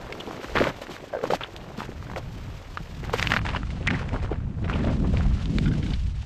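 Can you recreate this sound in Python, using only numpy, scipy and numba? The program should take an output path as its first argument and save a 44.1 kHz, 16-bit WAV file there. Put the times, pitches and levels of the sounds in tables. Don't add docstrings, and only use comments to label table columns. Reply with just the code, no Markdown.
import sys
import numpy as np
from scipy import signal
from scipy.fft import rfft, irfft
from scipy.io import wavfile
from scipy.ndimage import uniform_filter1d
from numba import njit

SR = 44100
rng = np.random.default_rng(int(sys.argv[2]) if len(sys.argv) > 2 else 0)


def wrap_up_sound(samples):
    columns = np.atleast_2d(samples).T
    tamed = np.clip(columns, -1, 1)
    steps = np.round(tamed * 32767).astype(np.int16)
    wavfile.write(sys.argv[1], SR, steps)


N = 276021


def undb(db):
    return 10 ** (np.asarray(db) / 20)


def level(x, db):
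    return x * undb(db) / np.sqrt(np.mean(x ** 2))


def curves(table):
    s, *columns = np.transpose(table)
    return [np.interp(np.arange(N) / SR, s, c) for c in columns]


def colour(x, points):
    hz, db = np.transpose(points)
    grid_hz = np.arange(1, 1026) * SR / 2048
    log_gain = np.interp(np.log(grid_hz), np.log(hz), db) * np.log(10) / 20
    cepstrum = irfft(log_gain)
    cepstrum[1:1024] *= 2
    cepstrum[1025:] = 0
    impulse = irfft(np.exp(rfft(cepstrum)))[:1024]
    return signal.fftconvolve(x, impulse)[:len(x)]


@njit
def low(x, hz, damp):
    y, band, lowpass = np.empty(len(x)), 0., 0.
    for i in range(len(x)):
        g = np.tan(np.pi * hz[i] / SR)
        v = (band + g * (x[i] - lowpass)) / (1 + g * (g + damp))
        y[i] = lowpass + g * v
        band, lowpass = 2 * v - band, lowpass + 2 * g * v
    return y


@njit
def grains(out, s, hz, t60, size, rise):
    y = np.zeros(out)
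    for k in range(len(s)):
        turn = np.exp(2j * np.pi * hz[k] / SR - np.log(1000) / (t60[k] * SR))
        closing = np.exp(-hz[k] / (rise * SR))
        z, shut, start = size[k] + 0j, 1., int(s[k] * SR)
        for n in range(start, min(out, start + int(t60[k] * SR))):
            y[n] += z.imag * (1 - shut)
            z *= turn
            shut *= closing
    return y


def walk(rate):
    k = int(SR / rate)
    held = np.repeat(rng.standard_normal(N // k + 1), k)
    return 1.89 * uniform_filter1d(uniform_filter1d(held, k), k)[:N]


def patter(count, mid_hz, octaves, cycles, spread_db):
    when, sign = rng.random(count), rng.choice([-1., 1.], count)
    tone, strength = rng.standard_normal(count), rng.exponential(size=count)
    hz = np.clip(mid_hz * 2 ** (octaves * tone), 100, .45 * SR)
    size = sign * undb(spread_db * np.minimum(strength, 5.0))
    return level(grains(N, when * N / SR, hz, cycles / hz, size, 0.052), 0)


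def blows(s, db, hz, crumble_s, break_cycles, cycles, count, octaves, after_db, rise):
    chance = rng.random((len(s), 3, count))
    lag = 3 * crumble_s * chance[:, 0] ** 1.5
    tone = np.clip(0.884 * hz[:, None] * 2 ** (octaves * chance[:, 1] ** 2), 100, .45 * SR)
    size = undb(db[:, None] + after_db) * (2 * chance[:, 2] - 1)
    size = size * np.exp(-lag / crumble_s) * (hz[:, None] / tone) ** 0.081
    when, tone = (s[:, None] + lag).ravel(), tone.ravel()
    swarm = grains(N, when, tone, cycles / tone, size.ravel(), 0.028)
    return grains(N, s, hz, break_cycles / hz, -undb(db), rise) + swarm


def air():
    # f/Hz, relative density/dB
    hiss_spectrum = [(120, -63), (200, -2), (756, -4.5), (3560, -19.5), (7380, -25), (10600, -41),
                     (12500, -31), (14500, -35), (15600, -92)]
    air_db = -55.5
    swell = undb(.9 * walk(6))
    return level(colour(rng.standard_normal(N), hiss_spectrum), air_db) * swell


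def wind():
    # t/s, buffet level/dB, rumble level before flutter/dB, buffet edge before wander f/Hz
    gusts = [(0, -45.5, -45, 113), (.4, -52, -64, 134), (.52, -46, -38, 134), (.63, -31, -36, 172),
             (.84, -56.5, -51, 104), (1.88, -40.5, -46, 122), (2.42, -37.5, -42, 112),
             (2.7, -47.5, -44.5, 103), (3.36, -28, -32, 168), (3.8, -36, -29.5, 132), (3.94, -22, -40, 177),
             (4.01, -34, -26.5, 123), (4.62, -30, -33, 132), (4.84, -25, -24.5, 198),
             (5.25, -24.5, -23.5, 160), (5.39, -31, -29.5, 145), (5.7, -23.5, -25.5, 199),
             (5.92, -27.5, -27, 194), (5.98, -39, -24.5, 121), (6.2, -34.5, -32, 127),
             (6.26, -39, -53, 111)]
    db, rumble_db, steady_hz = curves(gusts)
    wander_db = .8 * walk(20)
    edge_hz = steady_hz * undb(wander_db)
    deep = low(low(rng.standard_normal(N), np.full(N, 70.), 1.0), np.full(N, 90.), 1.07)
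    deep = signal.sosfilt(signal.butter(2, 22, "high", fs=SR, output="sos"), deep)
    flutter_db = walk(14)
    eddies = rng.standard_normal(N) * undb(0.79 * flutter_db)
    buffets = low(low(eddies, edge_hz, 1.0), edge_hz * 1.69, 1.23) / np.sqrt(edge_hz)
    buffets = signal.sosfilt(signal.butter(2, 75, "high", fs=SR, output="sos"), buffets)
    rumble = level(deep, 0) * undb(rumble_db + 0.93 * flutter_db)
    return undb(db) * level(buffets, 0) + rumble


def motion():
    # t/s, crisp crunch gain/dB, dull drag gain/dB, fine rustle gain/dB
    shifting = [(0, -44, -38.5, -55.5), (.5, -42.5, -37, -52), (1.2, -47, -48.5, -59),
                (1.9, -48.5, -45.5, -59.5), (3.0, -47.5, -50, -56.5), (3.7, -46, -49.5, -55),
                (4.05, -40, -40.5, -57.5), (4.5, -53, -51.5, -78), (4.7, -61, -35.5, -57),
                (5.4, -42, -47, -52.5), (5.55, -60, -43.5, -51), (5.92, -46, -42, -51.5),
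                (5.97, -57, -64, -52.5), (6.26, -56, -65, -60)]
    # start t/s, length t/s, crisp crunch gain/dB, dull drag gain/dB, fine rustle gain/dB
    scuffs = [(0.432, 0.02, -41, -31.5, -46), (0.556, 0.031, -22, -24.5, -41.5),
              (0.603, 0.095, -26, -25, -44.5), (0.817, 0.017, -38, -41, -45.5),
              (0.899, 0.066, -44.5, -41, -49), (1.236, 0.04, -39, -33, -47.5),
              (1.303, 0.05, -32, -31.5, -40.5), (1.411, 0.043, -33.5, -47, -54),
              (1.543, 0.24, -58, -42.5, -61), (1.775, 0.082, -38.5, -45, -48.5),
              (2.162, 0.017, -37, -29, -51), (3.033, 0.18, -42, -39.5, -58),
              (3.133, 0.15, -31.5, -52, -42.5), (3.298, 0.086, -28, -41, -42.5),
              (3.453, 0.12, -29.5, -38.5, -48.5), (3.901, 0.12, -30.5, -57, -50),
              (4.131, 0.037, -45, -28.5, -53), (4.226, 0.026, -46, -34, -52), (4.309, 0.021, -40, -32, -61),
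              (4.645, 0.011, -34.5, -36, -60), (4.686, 0.14, -31.5, -42, -56),
              (4.835, 0.1, -35.5, -31, -56.5), (5.039, 0.01, -45, -29, -64),
              (5.132, 0.125, -39, -39, -54.5)]
    rise_s, fall_s = 0.0083, 0.03
    sag_db_per_s = 24
    t = np.arange(N) / SR
    power = undb(curves(shifting)) ** 2
    for s, length, *db in scuffs:
        shape_db = 20 * np.minimum(0, np.minimum((t - s) / rise_s, (s + length - t) / fall_s))
        shape_db = shape_db - sag_db_per_s * np.clip(t - s, 0, length)
        power = power + np.outer(undb(db), undb(shape_db)) ** 2
    return np.sqrt(power)


def rustle():
    fine = patter(count=90000, mid_hz=5900, octaves=0.71, cycles=6.3, spread_db=1.5)
    flicker = undb(1.8 * walk(110))
    return level(flicker * fine, 2.36)


def drag():
    dull = patter(count=5000, mid_hz=514.5, octaves=0.77, cycles=9.1, spread_db=2.5)
    catching = undb(2.0 * walk(130))
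    return level(catching * dull, -1.5)


def rattles():
    # t/s, nominal level/dB, leading f/Hz
    taps = [(5.6573, -24, 1470), (5.678, -27.5, 1500), (5.7147, -29, 1440), (5.736, -33.5, 1480),
            (5.828, -29.5, 2280), (5.8628, -31, 2160), (5.9045, -34, 3600), (5.935, -27.5, 3600)]
    # nominal f/Hz, 60 dB decay t/s
    wood = [(1500, 0.036), (2200, 0.023), (3100, 0.018), (3600, 0.03), (4700, 0.016)]
    bounces = 3
    gap_s, drop_db = .0025, 4
    s, db, lead_hz = np.repeat(taps, bounces, axis=0).T.copy()
    bounce = np.tile(np.arange(bounces), len(taps))
    s = s + bounce * gap_s * (.5 + rng.random(len(s)))
    db = db - bounce * drop_db
    chance = rng.standard_normal((len(s), 2, len(wood)))
    total = np.zeros(N)
    for k, (hz, t60) in enumerate(wood):
        mode_db = db - 5.0 - 8.5 * np.abs(np.log2(hz / lead_hz)) + 2.3 * chance[:, 1, k]
        mode_hz = hz * (1 + 0.055 * chance[:, 0, k])
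        total += grains(N, s, mode_hz, np.full(len(s), t60), undb(mode_db), 0.71)
    return total


def creak():
    # nominal f/Hz, 60 dB decay t/s, gain/dB
    snow_modes = [(535, 0.027, 2.5), (720, 0.0093, -0.5), (1370, 0.024, -15)]
    start_s, peak_s, end_s = 1.122, 1.14, 1.235
    peak_db, edge_db = -21, -8
    slip_hz = 131
    s, db = [start_s, peak_s, end_s], peak_db + edge_db * np.array([1, 0, 1])
    chance = rng.standard_normal((30, 2 + len(snow_modes)))
    slips = start_s + np.cumsum(np.exp(0.33 * chance[:, 0])) / slip_hz
    scatter_db = 4.0 * chance[:, 1]
    size = undb(np.interp(slips, s, db) + scatter_db) * (slips < end_s)
    sink = 1.17 - 2.8 * (slips - start_s)
    total = np.zeros(N)
    for k, (hz, t60, mode_db) in enumerate(snow_modes):
        mode_hz = hz * sink * (1 + 0.08 * chance[:, 2 + k])
        total += grains(N, slips, mode_hz, np.full(len(slips), t60), size * undb(mode_db), 1.0)
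    return total


def squeaks():
    # start t/s, length t/s, nominal grain level/dB, centre f/Hz
    runs = [(0.196, 0.02, -28.5, 3280), (1.431, 0.01, -26, 3230), (3.322, 0.029, -26, 1840),
            (3.555, 0.019, -27.5, 2950), (3.874, 0.016, -16, 2040), (3.937, 0.025, -25.5, 2000),
            (4.722, 0.024, -28, 2700)]
    s, length, db, hz = np.repeat(runs, 14, axis=0).T.copy()
    when, tone, size = rng.random((len(s), 3)).T
    hz = hz * (1 + 0.23 * (tone - .5))
    swell = np.sin(np.pi * when)
    return grains(N, s + length * when, hz, 24 / hz, undb(db) * swell * (.5 + size), 0.84)


def knocks():
    # t/s, nominal level/dB, f/Hz
    hits = [(0.285, -22, 430), (0.395, -23, 398), (0.668, -14.5, 404), (0.816, -21.5, 545),
            (1.039, -22.5, 575), (1.239, -7.5, 505), (1.302, -7.5, 510), (1.311, -10, 590),
            (1.322, -5.5, 516), (1.3347, -4, 784), (1.346, -19, 520), (1.781, -16.5, 214),
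            (1.891, -24, 374), (2.17, -18.5, 545), (2.18, -18.5, 670), (2.802, -22, 156),
            (3.139, -7.5, 464), (4.315, -13.5, 397), (4.843, -17, 600), (4.872, -17, 630),
            (5.139, -18.5, 500), (5.2, -17, 584)]
    s, db, hz = np.transpose(hits).copy()
    return blows(s, db, hz, crumble_s=.004, break_cycles=11.5, cycles=11.5, count=6,
                 octaves=2.8, after_db=-6.0, rise=0.66)


def crunch():
    crisp = patter(count=20000, mid_hz=1657, octaves=0.68, cycles=9.9, spread_db=1.0)
    snaps = patter(count=1200, mid_hz=1393, octaves=0.63, cycles=7.9, spread_db=8.0)
    bunch = undb(2.0 * walk(220))
    return level(bunch * crisp, -7.5) + level(snaps, -12.0)


def cracks():
    # t/s, nominal level/dB, f/Hz
    breaks = [(0.125, -16.5, 2260), (0.445, -20, 1370), (0.5613, -13, 1600), (0.5674, -7, 1590),
              (0.573, -7.5, 1400), (0.582, -10, 1420), (0.601, -15, 1500), (0.6218, -15, 1620),
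              (0.641, -10.5, 2080), (0.6695, -16, 1210), (1.2394, -18, 1120), (1.254, -20, 1000),
              (1.3065, -14, 1330), (1.409, -17, 1030), (1.5642, -17.5, 3650), (1.805, -17.5, 1190),
              (2.026, -28, 1185), (2.099, -24, 1160), (2.1152, -24, 1000), (2.135, -24, 890),
              (2.1612, -16.5, 880), (2.7728, -12, 1230), (3.049, -26.5, 1460), (3.0959, -19, 990),
              (3.1376, -9.5, 930), (3.186, -19, 2300), (3.1962, -8.5, 1970), (3.2268, -5.5, 2010),
              (3.2465, -21, 1800), (3.261, -22, 2000), (3.272, -8.5, 2660), (3.3055, -12.5, 2780),
              (3.3195, -3.5, 1640), (3.3382, -4.5, 1670), (3.3647, -7.5, 1520), (3.3697, -7, 1920),
              (3.3914, -16.5, 1500), (3.415, -25, 1500), (3.465, -14.5, 1720), (3.49, -17, 3020),
              (3.516, -29, 1090), (3.5493, -17.5, 1090), (3.5631, -13.5, 1630), (3.632, -21.5, 1400),
              (3.705, -23.5, 2040), (3.8715, -12.5, 2650), (3.8752, -7.5, 2110), (3.9045, -14, 2000),
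              (3.9095, -11.5, 1670), (3.951, -19, 1510), (4.2285, -28, 1090), (4.68, -24, 1200),
              (5.171, -21, 2360), (5.457, -19, 3730), (5.5851, -11, 2700)]
    s, db, hz = np.transpose(breaks).copy()
    return blows(s, db, hz, crumble_s=0.004, break_cycles=6.0, cycles=11.0, count=24,
                 octaves=2.1, after_db=-8.5, rise=0.1)


def scene():
    # f/Hz, gain/dB
    mic_response = [(20, -4), (3000, 3.5), (5000, -0.5), (7800, -4), (9500, -11.5), (11500, -10.5),
                    (12500, 1), (14500, -13), (16000, -34)]
    crisp, dull, fine = motion()
    scuffing = crisp * crunch() + dull * drag() + fine * rustle()
    contacts = scuffing + creak() + squeaks() + cracks() + knocks() + rattles()
    return (wind() + colour(contacts, mic_response) + air())[None]


def record(dry):
    dull_s, fade_s = 3.38, 0.04
    dull_hz, dull_db = 11240, -27
    top_hz = 15735
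    s = np.arange(N) / SR
    soft = signal.sosfilt(signal.butter(10, dull_hz, fs=SR, output="sos"), dry)
    share = np.clip((s - dull_s) / fade_s, 0, 1)
    heard = (1 - share) * dry + share * (soft + undb(dull_db) * (dry - soft))
    return signal.sosfilt(signal.ellip(10, .2, 80, top_hz, fs=SR, output="sos"), heard)


dry = scene()
out = record(dry)
wrap_up_sound(out)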